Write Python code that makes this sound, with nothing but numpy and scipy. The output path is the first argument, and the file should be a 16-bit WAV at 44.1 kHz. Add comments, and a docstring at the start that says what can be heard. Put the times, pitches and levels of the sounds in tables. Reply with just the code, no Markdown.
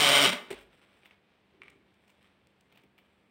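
"""Toy bank takes a banknote

A small motor in a plastic toy bank drives rattling gears and a feed roller, then coasts to a stop.
A banknote catches on the roller with a short judder, then crinkles and ticks against the slot
as a hand shifts it. Close up, in a small bare room with a faint hum."""
import sys
import numpy as np
from scipy import signal
from scipy.fft import rfft, irfft
from scipy.io import wavfile

SR = 44100
rng = np.random.default_rng(int(sys.argv[2]) if len(sys.argv) > 2 else 0)


def transcribe(signal):
    """Save signal, clipped to [-1, 1], as a 16-bit WAV file at the path in sys.argv[1]."""
    frames = np.atleast_2d(signal).T
    limited = np.clip(frames, -1, 1)
    pcm = np.round(limited * 32767).astype(np.int16)
    wavfile.write(sys.argv[1], SR, pcm)


N = 145530
T = np.arange(N) / SR


def from_db(db):
    """Decibels to gain."""
    return 10 ** (np.asarray(db) / 20)


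def unit_rms(x):
    """Normalise to an rms of 1."""
    return x / np.sqrt(np.mean(x ** 2) + 1e-20)


def automation(rows):
    """One lane per column after the time; the first and last values hold."""
    times, *lanes = np.transpose(rows)
    return [np.interp(T, times, lane) for lane in lanes]


def at_hz(points, hz):
    """Read a curve on a log-frequency axis."""
    f, value = np.transpose(points)
    return np.interp(np.log(hz + 1), np.log(f), value)


def eq(x, curve, resonances=()):
    """Minimum-phase EQ of unit energy: a broad curve with peaks and dips on top."""
    size = 8192
    hz = np.arange(size // 2 + 1) * SR / size
    peaks_db = sum(lift / (1 + (2 * (hz - f) / width) ** 2) for f, width, lift in resonances)
    cepstrum = irfft(np.log(from_db(at_hz(curve, hz) + peaks_db)))[:size // 2]
    cepstrum[1:] *= 2
    response = irfft(np.exp(rfft(cepstrum, size)))
    return signal.fftconvolve(x, response / np.linalg.norm(response))[:N]


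def drift(per_s):
    """Random modulator, rms 1."""
    steps = rng.standard_normal(4000)
    return unit_rms(np.interp(T * per_s, np.arange(len(steps)), steps))


def grains(per_s, spread_db):
    """A cloud of tiny random clicks, rms 1."""
    sizes = from_db(spread_db * np.minimum(rng.exponential(1, N), 4)) * rng.choice([-1, 1], N)
    return unit_rms(sizes * (rng.random(N) < per_s / SR))


# Motor speed, running then coasting: t/s, f/Hz
MOTOR_SPEED = [(0, 154), (.065, 140.5), (.255, 140), (.3, 110), (.35, 74), (.43, 25)]
# Fader for gears and brushes together: t/s, level/dB
MOTOR_LEVEL = [(0, -23.5), (.11, -23), (.165, -21.5), (.188, -22), (.2, -23.5), (.255, -22), (.289, -28.5),
               (.299, -27.5), (.313, -42), (.33, -29.5), (.35, -44), (.395, -54), (.44, -82), (.5, -110)]
def motor():
    """Gears and brushes ride one spinning shaft, both biting harder once a turn."""
    speed, = automation(MOTOR_SPEED)
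    level_db, = automation(MOTOR_LEVEL)
    turns = np.cumsum(speed) / SR
    swing = np.cos(2 * np.pi * turns)
    pace = speed / speed.max()
    return from_db(level_db) * (gears(turns, swing, pace) + brushes(swing, pace))


# Broad tone of the gear rattle: f/Hz, level/dB
GEAR_EQ = [(40, -64), (100, -32), (170, -14.5), (250, -11.5), (600, -6.5), (1500, -7.5), (2300, -4.5),
           (3000, -2), (3900, -6), (4400, -12.5), (6300, -24.5), (15000, -35)]
# Peaks and dips of the plastic case: f/Hz, width/Hz, gain/dB
CASE_RESONANCES = [(255, 30, 0), (390, 34, 6), (490, 54, -8), (591, 58, 9.5), (691, 60, 4), (767, 81, -8),
                   (869.6, 78, 5.5), (1190, 230, 7), (1496, 35, 12), (1737, 130, -1), (2080, 60, 9),
                   (2300, 180, 7), (2580, 60, -3), (2470, 15, -2.5), (3020, 120, 5), (3680, 35, 8.5),
                   (3820, 15, 10), (3890, 54, 3.5), (4310, 150, -8)]
# Rasp against the rattle, harder under load: t/s, level/dB
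RASP_LEVEL = [(0, -8), (.13, -7), (.165, -4), (.19, -5), (.205, -11.5), (.25, -6.5), (.3, -4.5), (.33, -28),
              (.45, -23)]
# Narrow, biting band of the rasp: f/Hz, level/dB
RASP_EQ = [(1500, -45.5), (2750, -16), (2950, -4), (3170, -0.5), (3400, -15), (4500, -36.5), (9000, -61.5)]
def gears(turns, swing, pace, teeth=10, jitter_s=.00012):
    """Unevenly worn teeth strike as they mesh, ringing the case with a rasp on top."""
    meshes = np.flatnonzero(np.diff(np.floor(turns * teeth)))
    slop = (rng.standard_normal(len(meshes)) * jitter_s * SR).astype(int)
    accent_db = 2.5 * np.clip(rng.standard_normal(len(meshes)), -2, 1.5)
    wear_db = rng.uniform(-.88, 1, teeth)[np.arange(len(meshes)) % teeth]
    strikes = np.zeros(N)
    strikes[np.clip(meshes + slop, 0, N - 1)] = from_db(accent_db + wear_db)
    strikes *= np.where(rng.random(N) < .45, -1, 1)  # polarity flips turn whine into rattle
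    strikes = unit_rms(strikes / np.sqrt(pace) * from_db(2.5 * swing))
    rasp_db, = automation(RASP_LEVEL)
    rasp = strikes * rng.choice([-1, 1], N) * from_db(rasp_db)
    return eq(strikes, GEAR_EQ, CASE_RESONANCES) + eq(rasp, RASP_EQ)


# Bright fizz of the brushes: f/Hz, level/dB
BRUSH_EQ = [(500, -24.5), (2500, -7.5), (4000, -1), (5700, 0.5), (6300, -10.5), (7100, -2), (7700, -8),
            (8600, 3.5), (9600, -8.5), (12200, -18.5), (14000, -9), (16000, -12.5)]
def brushes(swing, pace, db_per_octave=6.3):
    """The motor's brushes scratch, softer as the speed falls."""
    scratch = unit_rms(grains(per_s=7000, spread_db=4.5) * from_db(3 * swing))
    return eq(scratch, BRUSH_EQ) * from_db(-6 + db_per_octave * np.log2(pace))


# Partials of the shaft: multiple of the motor speed, level/dB
SHAFT_PARTIALS = [(1, -43), (2, -39), (3, -39.5), (4, -37.5), (5, -36), (6, -43)]
def shaft(waver_db=2.06, fade_db_per_octave=35.5):
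    """The unbalanced shaft hums through the case and fades as it slows; its overtones waver more."""
    speed, = automation(MOTOR_SPEED)
    phase = 2 * np.pi * np.cumsum(speed) / SR
    tones = sum(from_db(db + waver_db * k ** .5 * drift(30)) * np.sin(round(k) * phase)
                for k, db in SHAFT_PARTIALS)
    cruise_hz = np.median(speed[:SR // 4])
    return tones * from_db(fade_db_per_octave * np.log2(speed / cruise_hz).clip(None, 0))


# Dark bed of room air: f/Hz, level/dB
AIR_EQ = [(20, -39), (35, -28), (55, -8), (78, -3.5), (110, -4.5), (160, -4), (210, -4.5), (300, -4.5),
          (380, -6.5), (570, -9.5), (1200, -15.5), (2400, -15), (3400, -21), (4600, -29), (6600, -40.5),
          (8500, -34.5), (10000, -42.5), (15800, -42)]
def room_tone(hum_hz=197):
    """Soft air and a faint wavering hum."""
    hum = unit_rms(np.sin(2 * np.pi * hum_hz * T) * from_db(-.5 * drift(15)))
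    return from_db(-69.5) * eq(rng.standard_normal(N), AIR_EQ) + from_db(-78) * hum


# Knock cues of the coasting gears: t/s, level/dB, f/Hz
KNOCK_CUES = [(0.247, -26.5, 398.4), (.272, -34, 201), (.294, -34, 196), (0.327, -37.5, 243)]
def gear_knocks(rise_s=.0091):
    """The slack gear train gives soft low knocks that swell and die within a few cycles."""
    out = 0
    for start, db, hz in KNOCK_CUES:
        age = np.clip((T - start) / rise_s, 0, 40)
        out = out + from_db(db) * age * np.exp(1 - age) * np.sin(2 * np.pi * hz * (T - start))
    return out


# Faders for the sliding paper: t/s, body level/dB, treble level/dB
RUSTLE_LEVELS = [(.45, -68, -100), (.56, -55, -74), (.63, -63, -69), (.66, -77, -100.5), (.71, -71, -90),
                 (.74, -67, -76.5), (.85, -68.5, -81), (.92, -71.5, -85), (.99, -69.5, -79.5),
                 (1.12, -67.5, -89), (1.19, -82.5, -100), (1.3, -73.5, -97), (1.45, -77, -100),
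                 (1.6, -78.5, -100), (1.66, -64.5, -85), (1.8, -79, -100), (1.92, -75, -90),
                 (2.1, -74.5, -80.5), (2.16, -76, -90), (2.25, -66.5, -79), (2.4, -82, -103.5),
                 (2.65, -78, -91), (2.79, -68, -86), (2.89, -90, -109), (3.06, -74.5, -86.5),
                 (3.3, -81, -91)]
# Body of the rustle: f/Hz, level/dB
RUSTLE_BODY_EQ = [(100, -7.5), (400, 1.5), (1200, -2.5), (2400, -0.5), (3400, -1), (4600, -10.5),
                  (8000, -25.5), (16000, -44)]
# Treble sheen of the rustle: f/Hz, level/dB
RUSTLE_TREBLE_EQ = [(500, -15.5), (3000, -1.5), (4200, 2), (5100, 2), (6400, -6.5), (7700, 2.5), (8900, 1),
                    (10000, -10.5), (12000, -11.5), (15500, -8.5)]
def rustle(flutter_db=1.5):
    """The note slides under the fingers in dense, fluttering grains of friction."""
    body_db, treble_db = automation(RUSTLE_LEVELS)
    friction = grains(per_s=2500, spread_db=3) * from_db(flutter_db * drift(45))
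    body = eq(friction * from_db(body_db), RUSTLE_BODY_EQ)
    return body + eq(friction * from_db(treble_db), RUSTLE_TREBLE_EQ)


# Pitched judder of the caught note: t/s, level/dB
JUDDER_LEVEL = [(.503, -67.5), (.5095, -37.5), (.514, -30), (.517, -52), (.527, -46), (.539, -40),
                (.546, -54), (.56, -110)]
# Scrape of paper on the roller: t/s, level/dB
SCRAPE_LEVEL = [(.499, -82.5), (.505, -41), (.512, -40), (.516, -40), (.521, -45.5), (.527, -39.5),
                (.538, -53.5), (.546, -48), (.56, -100)]
# Tone of that scrape: f/Hz, level/dB
SCRAPE_EQ = [(60, -20), (250, 6.5), (700, 1), (1400, -4.5), (2250, 2.5), (2800, -1), (3600, -4),
             (4600, -13), (6500, -19), (8500, -9), (11500, -22.5), (15500, -20)]
# Low shudder of the case: t/s, level/dB
SHUDDER_LEVEL = [(.5, -100), (.54, -65), (.72, -73), (.77, -100)]
def note_catch(judder_hz=394, shudder_hz=51):
    """The note sticks and slips on the roller; the case shudders after it."""
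    judder_db, = automation(JUDDER_LEVEL)
    scrape_db, = automation(SCRAPE_LEVEL)
    shudder_db, = automation(SHUDDER_LEVEL)
    phase = 2 * np.pi * np.cumsum(judder_hz * (1 + .011 * drift(200))) / SR
    judder = unit_rms(np.sin(phase) + from_db(-17) * np.sin(2 * phase)) * from_db(judder_db)
    scrape = eq(grains(per_s=2500, spread_db=0) * from_db(scrape_db), SCRAPE_EQ)
    shudder = unit_rms(np.sin(2 * np.pi * shudder_hz * T)) * from_db(shudder_db)
    return judder + scrape + shudder


# Click cues of the note's edge: t/s, level/dB, crisp layer gain/dB
CLICK_CUES = [(.591, -31.5, -11), (1.0333, -37, -23), (1.058, -29.5, -14.5), (1.110, -32.5, -22),
              (1.6187, -22, -29), (1.6341, -29, -17), (1.6819, -28, -21), (2.987, -36, -15.5)]
# A click heard through the case: f/Hz, level/dB
CLICK_EQ = [(100, -26), (600, -20), (1100, -4.5), (1700, -5), (2300, 7.5), (3200, -6), (4400, -19),
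            (7000, -33), (16000, -52)]
# Crisp paper layer of clicks and crinkles: f/Hz, level/dB
CRISP_EQ = [(500, -11.5), (3500, 4.5), (5000, 1.5), (6500, -4.5), (8700, 3.5), (11500, -18), (15500, -9.5)]
def edge_clicks(chatter_db=-4, chatter_s=.0044):
    """The note's edge snaps on the plastic: a hard transient with a short chatter behind it."""
    body, crisp = np.zeros((2, N + SR))
    t = T[:SR // 10]
    for start, db, crisp_db in CLICK_CUES:
        snap = rng.standard_normal(len(t)) * np.exp(-t / chatter_s)
        snap *= from_db(chatter_db) / np.linalg.norm(snap)
        snap[0] = 1  # the transient
        span = slice(int(start * SR), int(start * SR) + len(t))
        body[span] += snap * from_db(db)
        crisp[span] += snap * from_db(db + crisp_db)
    return eq(body, CLICK_EQ) + eq(crisp, CRISP_EQ)


# Crinkle cues of the paper: t/s, level/dB, crisp layer gain/dB, attack/s
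CRINKLE_CUES = [(0.606, -31.5, -11.5, 0.0081), (1.047, -30.5, -19, 0.01), (1.699, -42, -0.5, 0.0017),
                (1.939, -50, -1.5, .002), (2.076, -47, 0, .003), (2.092, -39, -6.5, 0.0072),
                (2.227, -48.5, 0, 0.0017), (2.470, -56.5, 7, 0.00092), (2.607, -49, 3.5, 0.0014),
                (2.722, -39.5, -15, 0.0026), (2.752, -36.5, -19, 0.0032), (2.773, -35.5, -11, 0.0029),
                (2.818, -52, 4, 0.00068), (2.834, -40, -8, 0.003), (2.977, -33.5, -18.5, 0.007)]
# Body of a crinkle: f/Hz, level/dB
CRINKLE_EQ = [(100, -21), (450, -6), (1000, -5), (1700, -19), (2400, 1), (3500, -5.5), (4600, -20),
              (7000, -34), (16000, -18)]
def crinkles():
    """The paper crinkles in puffs of grains that swell within milliseconds and die away."""
    body, crisp = 0, 0
    for start, db, crisp_db, attack_s in CRINKLE_CUES:
        age = np.clip((T - start) / attack_s, 0, 30)
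        puff = age * np.exp(-age)
        puff *= from_db(db) / np.linalg.norm(puff)
        body = body + puff
        crisp = crisp + puff * from_db(crisp_db)
    fibres = grains(per_s=3200, spread_db=5.5)
    return eq(fibres * body, CRINKLE_EQ) + eq(fibres * crisp, CRISP_EQ)


# Faders for the hand on the case: t/s, rub level/dB, bump level/dB
HAND_LEVELS = [(1.48, -94.5, -100), (1.54, -71, -93), (1.62, -65.5, -83), (1.68, -71, -70),
               (1.78, -69, -79), (1.9, -75, -88.5), (2.05, -108, -97), (2.72, -98.5, -100),
               (2.78, -82, -83), (2.82, -80, -93), (2.84, -62.5, -88), (2.88, -85, -99), (3.3, -82, -100)]
# Boxy tone of the rub: f/Hz, level/dB
RUB_EQ = [(120, -32), (260, -6.5), (330, -6.5), (400, -2), (470, -12), (900, -28), (3000, -55)]
# Low end of the bumps: f/Hz, level/dB
BUMP_EQ = [(30, -27.5), (70, -0.5), (115, 0.5), (200, -21), (1000, -60.5)]
def handling():
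    """The hand rubs and nudges the hollow case."""
    rub_db, bump_db = automation(HAND_LEVELS)
    rub, bump = rng.standard_normal((2, N))
    return eq(rub * from_db(rub_db), RUB_EQ) + eq(bump * from_db(bump_db), BUMP_EQ)


# Reverb time of the bare room: f/Hz, T60/s
ROOM_DECAY = [(100, .65), (500, 0.65), (2500, 0.42), (5000, 0.31), (14000, .36)]
def reverb(send, build_s=.012):
    """A diffuse tail that builds quickly and dies sooner in the treble."""
    t, tail = T[:SR], 0
    edges = np.geomspace(60, 18000, 10)
    for low, high in zip(edges, edges[1:]):
        bandpass = signal.butter(2, [low, high], "band", fs=SR, output="sos")
        band = signal.sosfilt(bandpass, rng.standard_normal(SR))
        t60 = at_hz(ROOM_DECAY, np.sqrt(low * high))
        tail = tail + band * np.exp(-np.log(1000) * t / t60)
    tail *= 1 - np.exp(-t / build_s)
    return signal.fftconvolve(send, tail / np.linalg.norm(tail))[:N]


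def scene():
    """Mono mix: drive, snag and paper feed the reverb; shaft and hand stay dry."""
    drive = motor()
    snag = gear_knocks() + note_catch()
    paper = rustle() + edge_clicks() + crinkles()
    wet = reverb(from_db(-12.5) * drive + from_db(-19) * snag + from_db(-11) * paper)
    return (drive + shaft() + room_tone() + snag + paper + handling() + wet)[None]


def record(dry, low_cut_hz=30, high_cut_hz=15800):
    """The microphone loses the deepest bass; the top is cut steeply."""
    thin = signal.sosfilt(signal.butter(2, low_cut_hz, "high", fs=SR, output="sos"), dry)
    return signal.sosfilt(signal.ellip(12, .1, 80, high_cut_hz, fs=SR, output="sos"), thin)


dry = scene()
out = record(dry)
transcribe(out)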